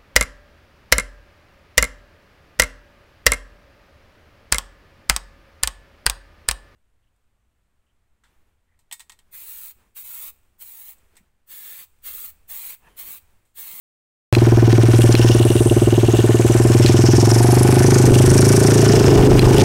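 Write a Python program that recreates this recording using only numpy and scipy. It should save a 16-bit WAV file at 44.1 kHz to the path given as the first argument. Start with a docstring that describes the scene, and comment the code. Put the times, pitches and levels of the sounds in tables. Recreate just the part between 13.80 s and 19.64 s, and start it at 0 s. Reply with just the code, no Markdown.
"""A single-cylinder four-stroke quad bike crosses a grass field, heard from the rider's hand.
It chugs near idle, then picks up speed: each firing excites the odd quarter-wave notes of the exhaust pipe.
Gas turbulence follows each puff, the intake hisses between firings, the casing clatters and the chain rasps.
Wind gusts rumble on the microphone, and the hand scuffs and knocks its case.
A fast limiter flattens the beats, and a faint modulated buzz rides on everything."""
import sys
import numpy as np
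from scipy import signal
from scipy.fft import rfft, irfft, next_fast_len
from scipy.io import wavfile
from scipy.ndimage import uniform_filter1d

SR = 44100
rng = np.random.default_rng(int(sys.argv[2]) if len(sys.argv) > 2 else 0)


def transcribe(u):
    """Save the signal u as a 16-bit wav file named by the first command-line argument.

    u: samples, shape (n,) or (channels, n), limited to [-1, 1]; the rate is SR.
    q: integer samples, one column per channel.
    """
    v = np.clip(np.atleast_2d(u).T, -1, 1)
    q = np.round(v * 32767).astype(np.int16)
    wavfile.write(sys.argv[1], SR, q)


N = 257588
TIME = np.arange(N) / SR
IDLE_PER_S = 19  # firings per second
FIRST_FIRING_S, START_S = .5166, .527
EDGE_HZ = 15800  # upper band limit


def amp(db):
    """Level law: decibels to an amplitude ratio."""
    return 10 ** (np.asarray(db) / 20)


def evened(x):
    """Power normalisation: scales to rms 1."""
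    return x / np.sqrt(np.mean(x ** 2) + 1e-20)


def curves(rows):
    """Linear interpolation: every column of a time table, at each sample."""
    s, *columns = np.transpose(rows)
    return [np.interp(TIME, s, column) for column in columns]


def read(points, hz):
    """Logarithmic pitch axis: a spectrum's value at hz, interpolated over log frequency."""
    f, value = np.transpose(points)
    return np.interp(np.log(hz + 1), np.log(f), value)


def add(mix, s, sound):
    """Superposition: mixes a sound in at s seconds."""
    part = mix[max(round(s * SR), 0):][:len(sound)]
    part += sound[:len(part)]


def coloured(x, points):
    """Linear filtering: multiplies the spectrum of x by a gain curve, then scales to rms 1."""
    size = next_fast_len(N)
    gain = amp(read(points, np.fft.rfftfreq(size, 1 / SR)))
    return evened(irfft(rfft(x, size) * gain, size)[:N])


def wander(hz):
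    """Low-passed noise: a slow random drift of rms 1, with a Gaussian roll-off around hz."""
    size = next_fast_len(N)
    f = np.fft.rfftfreq(size, 1 / SR)
    return evened(irfft(rfft(rng.standard_normal(size)) * np.exp(-(f / hz) ** 2), size)[:N])


def grainy(rough_db, grain_hz):
    """Random amplitude modulation: white noise that comes in clumps."""
    return evened(rng.standard_normal(N) * amp(rough_db * wander(grain_hz)))


def stroke(turns, centre, width):
    """Cyclic excitation: a bump once per engine cycle; centre and width in cycles after the firing."""
    phase = (turns - centre + .5) % 1 - .5
    return np.exp(-.5 * (phase / width) ** 2)


def swell(s, length):
    """Gaussian envelope: a smooth rise and fall around s seconds."""
    return np.exp(-(2 * (TIME - s) / length) ** 2)


def octaves(speed):
    """Logarithmic speed: engine speed in octaves above idle."""
    return np.log2(speed / IDLE_PER_S)


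def resonate(x, hz, width):
    """Heterodyne resonance: a two-pole low-pass, shifted to follow the curve hz; rms 1."""
    turn = np.exp(2j * np.pi * np.cumsum(hz) / SR)
    r = np.exp(-np.pi * width / SR)
    return evened((turn * signal.lfilter([1], np.poly([r, r]), x / turn)).real)


def air(points, centre_hz, width, focus):
    """Turbulent noise: broad hiss with one moving resonance standing out of it."""
    broad = coloured(grainy(rough_db=3.5, grain_hz=410), points)
    narrow = resonate(grainy(rough_db=6.5, grain_hz=197), centre_hz, width)
    return evened(broad + focus * narrow)


def exhaust(turns, speed, echo_s=0.004322, hot_echo_s=0.004026, reflection=0.88, hot_reflection=0.85,
            wall_hz=580, sweep=0.44, bloom_s=0.00436, bloom_hz=400, valve_hz=1200, bark_db=-9.0,
            bark_rev_db=-3.7, uneven_db=0.44, scatter_db=0.1, size=8192):
    """Quarter-wave resonance: each puff runs up and down the pipe, flipping at the open end."""
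    # One puff through the muffler with its chamber resonances. Each row: frequency in Hz, relative level in dB.
    puff_colour = [(25, -20), (70, 36.5), (120, 41.5), (190, 41.5), (270, 52.5), (345, 43), (420, 55.5),
                   (510, 28.5), (620, 36.5), (730, 33), (860, 35.5), (1150, 25.5), (2000, -18.5),
                   (5000, -14)]
    # Pipe's lowest note, changing as the hand moves about. Each row: time in seconds, relative level in dB.
    boom = [(.53, -2), (1.0, 1), (1.45, -1.2), (1.75, -9), (2.15, -5.5), (2.6, -8), (3.0, 1), (3.3, 2.5),
            (3.6, -1.5), (4.7, 4), (5.5, 1), (5.84, 4.5)]
    # How far the muffler's honk stands out. Each row: time in seconds, level in dB before its share.
    honk_level = [(.53, 1.5), (1.75, -10), (2.2, -3.5), (3.0, -5), (3.65, 9.5), (4.0, 5), (5.1, -4.5),
                  (5.84, 11)]
    # Resonances of the honk. Each row: centre in Hz, half-width in Hz, multiplier of the honk level in dB.
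    honk_modes = [(716, 17, 1.57), (884, 67, 1.54)]
    hz, out = np.fft.rfftfreq(size, 1 / SR), np.zeros(N)
    (boom_db,), (honk_db,) = curves(boom), curves(honk_level)
    revs = (speed - speed.min()) / np.ptp(speed)  # 0 slowest, 1 fastest
    firings = np.flatnonzero((np.diff(np.floor(turns)) > 0) & (turns[1:] >= 0))
    chance = rng.standard_normal((len(firings), len(puff_colour) + 1))
    upper = hz ** 2 / (hz ** 2 + 200 ** 2)  # weight of the notes above the boom
    honk = sum(share / (1 + ((hz - centre) / width) ** 2) for centre, width, share in honk_modes)
    # The valve lifts gradually, rounding the front
    lead_s = .001
    opening = np.exp(-(hz / valve_hz) ** 2 - 2j * np.pi * hz * lead_s)
    # The muffler holds back the upper notes: each chug sweeps upward
    lag = bloom_s * hz ** 6 / (hz ** 6 + bloom_hz ** 6)
    opening = opening * np.exp(-2j * np.pi * np.cumsum(lag) * hz[1])
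    for i, (strength, *scatter) in zip(firings, chance):
        colour = np.add(puff_colour, np.outer(scatter, [0, scatter_db]))  # no two burns are alike
        db = read(colour, hz) + uneven_db * strength + honk_db[i] * honk
        db = db + boom_db[i] * (1 - upper) + (bark_db + bark_rev_db * revs[i]) * upper
        # Minimum phase is causal: the muffler rings after the front
        log_gain = np.log(amp(np.r_[db, db[-2:0:-1]]))
        puff = -np.exp(np.conj(signal.hilbert(log_gain)))[:len(hz)]
        # Hot, fast gas shortens and damps the round trip
        heat = revs[i] ** 3
        delay = echo_s + (hot_echo_s - echo_s) * heat
        back = reflection + (hot_reflection - reflection) * heat
        echo = back * np.exp(-(hz / wall_hz) ** 2 - 2j * np.pi * hz * delay)
        # At low revs the rising piston pushes out a second puff, two round trips later
        second = sweep * (1 - heat) * upper * np.exp(-4j * np.pi * hz * delay)
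        add(out, i / SR - lead_s, irfft(opening * puff * (1 + second) / (1 + echo)))
    return out


def intake(turns, snap=0.76, leak=.13, uneven_db=.5):
    """Flow noise: air hisses past the throttle in a spurt as the valve opens, and a peak near full lift."""
    # How strongly the intake gulps once a cycle. Each row: time in seconds, share from 0 to 1.
    throttle = [(.5, 0), (2.5, 0), (3.2, 0.28), (3.6, 0.36), (4.8, 0.62), (5.2, 0.23), (5.8, 0.45)]
    # Level and pitch of the hiss, changing as the hand turns. Each row: time in seconds, level in dB, centre in Hz.
    hiss_band = [(.55, -40, 5600), (1.2, -37, 5600), (1.5, -28, 5430), (1.64, -40.5, 5870),
                 (2.6, -38, 6680), (2.85, -35, 5350), (3.4, -25, 5480), (3.95, -32, 5300),
                 (4.18, -22.5, 6650), (4.3, -31.5, 5850), (4.7, -23, 5680), (5.1, -25.5, 5380),
                 (5.62, -34.5, 5000), (5.84, -24.5, 5270)]
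    # Level and pitch of the fizz above it. Each row: time in seconds, level in dB, centre in Hz.
    fizz_band = [(.55, -40, 8300), (.85, -49, 8500), (1.2, -30.5, 9300), (1.5, -35, 9500),
                 (1.85, -31, 9000), (2.15, -39, 8000), (2.8, -31.5, 7300), (3.3, -34.5, 7670),
                 (3.55, -28, 10700), (4.0, -29, 10200), (4.2, -29.5, 8400), (4.75, -24.5, 9450),
                 (5.25, -34.5, 8070), (5.62, -36.5, 8400), (5.84, -27, 8800)]
    # Colour of the hiss. Each row: frequency in Hz, relative level in dB.
    hiss_colour = [(3000, -12), (4300, 10), (5100, 14), (6000, 17), (6900, 13.5), (7700, 4), (9500, -24)]
    # Colour of the fizz. Each row: frequency in Hz, relative level in dB.
    fizz_colour = [(5500, -11.5), (7300, 5), (8400, 9.5), (9600, 4.5), (10800, 2), (12200, 1.5),
                   (13500, -25), (16000, -31)]
    share = np.clip(curves(throttle)[0], 0, 1)
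    peaks = stroke(turns, centre=0.4, width=0.044) + stroke(turns, centre=0.69, width=0.078)
    gulp = stroke(turns, centre=0.58, width=0.094) + snap * peaks
    gate = evened(1 - share + share * (leak + gulp * amp(uneven_db * wander(27))))
    gate /= np.sqrt(uniform_filter1d(gate ** 2, size=8000))  # gulping keeps the average power steady
    (hiss_db, hiss_hz), (fizz_db, fizz_hz) = curves(hiss_band), curves(fizz_band)
    hiss = amp(hiss_db) * air(hiss_colour, hiss_hz, width=660, focus=0.77)
    fizz = amp(fizz_db) * air(fizz_colour, fizz_hz, width=1700, focus=0.7)
    return gate * (hiss + fizz)


def clatter(turns, speed, per_octave_db=10, valve=0.33):
    """Forced resonance: valve gear rattles the casing, louder with speed and hardest as the valves seat."""
    # Ringing of the engine casing. Each row: frequency in Hz, bandwidth in Hz, relative level in dB.
    casing = [(1060, 850, 7), (1482, 106, 7), (1754, 42, 7.5), (2225, 260, -2), (1540, 2000, -18)]
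    # Clatter at idle speed, lower while the hand is turned away. Each row: time in seconds, level in dB.
    casing_level = [(.55, -32), (1.45, -29.5), (1.8, -36.5), (2.4, -33.5), (2.9, -31), (3.6, -31.5),
                    (5.84, -31)]
    seats = stroke(turns, centre=1.0, width=0.0083) + stroke(turns, centre=0.91, width=0.016)
    drive = grainy(rough_db=3.0, grain_hz=372) * (1 + valve * seats)
    ring = np.zeros(N)
    for hz, width, db in casing:
        ring += amp(db) * signal.lfilter(*signal.iirpeak(hz, hz / width, SR), drive)
    return amp(curves(casing_level)[0] + per_octave_db * octaves(speed)) * evened(ring)


def gas_rush(turns, speed, idle_db=-28.5, per_octave_db=13, between=0.33):
    """Jet noise: turbulence leaves the pipe with each puff, stronger with speed."""
    # Colour of the rush. Each row: frequency in Hz, relative level in dB.
    rush = [(150, -37), (400, 0), (720, -3), (950, -13), (1300, -20), (2500, -35)]
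    gate = evened(between + stroke(turns, centre=.25, width=.12))
    level = amp(idle_db + per_octave_db * octaves(speed))
    return level * gate * coloured(rng.standard_normal(N), rush)


def chain(turns, tug=0.59, loose_db=2.5):
    """Friction noise: the chain rasps unevenly, tugged once per engine cycle."""
    # Strength of the rasp. Each row: time in seconds, level in dB.
    rasp_level = [(.85, -47), (1.4, -29), (1.95, -39), (2.4, -32.5), (2.7, -39.5), (3.3, -36), (4.15, -62),
                  (4.35, -29), (4.65, -55), (4.95, -35), (5.84, -32)]
    # Colour of the rasp. Each row: frequency in Hz, relative level in dB.
    rasp = [(1500, -28), (2400, -5.5), (2800, 17), (3150, 10.5), (3600, 7), (4400, 0), (5500, -8.5)]
    pull = 1 + tug * stroke(turns, centre=0.63, width=0.21)
    gate = evened(pull * amp(loose_db * wander(22)))
    return amp(curves(rasp_level)[0]) * gate * coloured(grainy(rough_db=6.0, grain_hz=296), rasp)


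def scuffs():
    """Friction noise: short grainy rubs of skin on the microphone's case."""
    # The hand's rubs. Each row: time of the peak in seconds, length in seconds, level in dB.
    rubs = [(0.928, 0.058, -26.5), (1.033, 0.029, -29.5), (1.144, 0.016, -22), (3.07, 0.12, -26),
            (5.801, 0.036, -19.5)]
    # Colour of skin on the case. Each row: frequency in Hz, relative level in dB.
    skin = [(600, -16), (1500, -1), (2800, 3), (5500, -1.5), (8000, -7), (14000, -21)]
    level = sum(amp(db) * swell(s, length) for s, length, db in rubs)
    return level * coloured(grainy(rough_db=6, grain_hz=500), skin)


def knocks(crack=3.3, crack_s=0.0024, size=3000):
    """Impulse response: a tap gives a short noise crack and the decaying modes of the case."""
    # Taps of the hand. Each row: time in seconds, peak in dB ahead of the limiter, ring tilt in dB per octave.
    taps = [(0.5363, -8, -6), (0.551, 1.5, -7), (0.5847, -10.5, 5), (1.326, -7, 36), (1.3525, 9, -3),
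            (3.062, 3, 17), (5.5939, 9, 4)]
    # Modes of the case. Each row: frequency in Hz, level in dB before the tilt, time to fall 60 dB in seconds.
    modes = [(1950, -5, 0.0045), (2580, 29, 0.0082), (3370, 22, 0.011), (4100, 23.5, 0.023),
             (4650, 20, 0.011), (7160, 6, 0.0087)]
    t, out = np.arange(size) / SR, np.zeros(N)
    for s, peak_db, treble_db in taps:
        hit = crack * rng.standard_normal(size) * np.exp(-t / crack_s)
        for hz, db, t60 in modes:
            decay = amp(db + treble_db * np.log2(hz / 3000) - 60 * t / t60)
            hit += decay * np.sin(2 * np.pi * hz * t)
        add(out, s, amp(peak_db) * hit / abs(hit).max())
    return out


def wind(speed, rumble_db=-26, rumble_per_octave_db=2, buffet_db=-40, buffet_per_octave_db=30):
    """Turbulent pressure: lumpy eddies on the microphone grow with speed; gusts swell over them."""
    # Colour of the steady rumble. 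Each row: frequency in Hz, relative level in dB.
    rumble_colour = [(12, -8), (30, -7), (55, 10.5), (90, 11), (200, 0), (600, -31), (2000, -70)]
    # Colour of the buffeting. Each row: frequency in Hz, relative level in dB.
    buffet_colour = [(40, -2), (120, -1.5), (280, 10.5), (450, 10), (600, -8.5), (1000, -15.5), (2500, -58),
                     (6000, -64.5), (16000, -104)]
    # Colour of a gust's low thump. Each row: frequency in Hz, relative level in dB.
    thump_colour = [(15, -19), (35, 4), (55, 3), (90, -0.5), (200, -25), (800, -62)]
    # Gusts. Each row: time of the peak in seconds, length in seconds, thump level in dB,
    # buffeting level in dB, treble tilt of the buffeting in dB per octave.
    gusts = [(4.306, 0.079, -23, -11.5, -4), (4.52, 0.11, -15, -16, -3), (5.144, 0.12, -19, -13.5, 5),
             (5.311, 0.055, -18, -7.5, 0.5), (5.393, 0.075, -12, -7, 5.5), (5.47, 0.066, -32, -7.5, 2),
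             (5.564, 0.14, -14.5, -11, -4), (5.665, 0.055, -15, -6, 10), (5.8, 0.18, -15, -9, 2)]
    rumble = coloured(grainy(rough_db=0.0, grain_hz=4), rumble_colour)
    eddies = grainy(rough_db=4.0, grain_hz=30.5)
    out = amp(rumble_db + rumble_per_octave_db * octaves(speed)) * rumble
    out += amp(buffet_db + buffet_per_octave_db * octaves(speed)) * coloured(eddies, buffet_colour)
    thump = coloured(rng.standard_normal(N), thump_colour)
    for s, length, low_db, mid_db, tilt_db in gusts:
        tilted = [(hz, db + tilt_db * np.log2(hz)) for hz, db in buffet_colour]
        out += swell(s, length) * (amp(low_db) * thump + amp(mid_db) * coloured(eddies, tilted))
    return out


def scene():
    """Phase locking: all engine sounds share one speed curve, and the cyclic ones one crankshaft phase."""
    # Engine speed. Each row: time in seconds, firings per second.
    speed_curve = [(0.5, 19.72), (0.98, 19.0), (1.08, 19.4), (1.71, 19.54), (1.94, 18.6), (2.73, 19.59),
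                   (3.21, 21.17), (3.27, 20.45), (3.63, 23.95), (4.1, 26.22), (4.27, 24.53), (4.81, 27.86),
                   (5.19, 27.89), (5.28, 26.48), (5.66, 25.21), (5.84, 27.78)]
    speed, = curves(speed_curve)
    turns = np.cumsum(speed) / SR  # engine cycles, one firing each
    turns -= np.interp(FIRST_FIRING_S, TIME, turns)
    engine = exhaust(turns, speed) + intake(turns) + clatter(turns, speed)
    engine += gas_rush(turns, speed) + chain(turns)
    return (engine + scuffs() + knocks() + wind(speed))[None]


def record(dry, ceiling=0.69, recovery_db_per_s=450, attack_s=.00003, buzz_db=-43):
    """Gain reduction: peaks over the ceiling duck everything; then an abrupt start, a buzz and a band limit."""
    # Peak hold in dB that falls back at a steady rate
    fall = TIME * recovery_db_per_s
    peak_db = 20 * np.log10(abs(dry[0]) / ceiling + 1e-9)
    over_db = np.maximum(np.maximum.accumulate(peak_db + fall) - fall, 0)
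    keep = np.exp(-1 / (attack_s * SR))
    duck_db = signal.lfilter([1 - keep], [1, -keep], over_db)
    limited = dry * amp(-duck_db) * (TIME >= START_S)
    # Amplitude modulation adds a faint, thin buzz that follows the sound
    carrier = np.cos(2 * np.pi * 5995 * TIME) + np.cos(2 * np.pi * 11990 * TIME)
    buzzing = limited * (1 + amp(buzz_db) * carrier)
    low_pass = signal.firwin(511, EDGE_HZ, window=("kaiser", 9), fs=SR)
    return signal.oaconvolve(buzzing, low_pass[None], "same")


dry = scene()
out = record(dry)
transcribe(out)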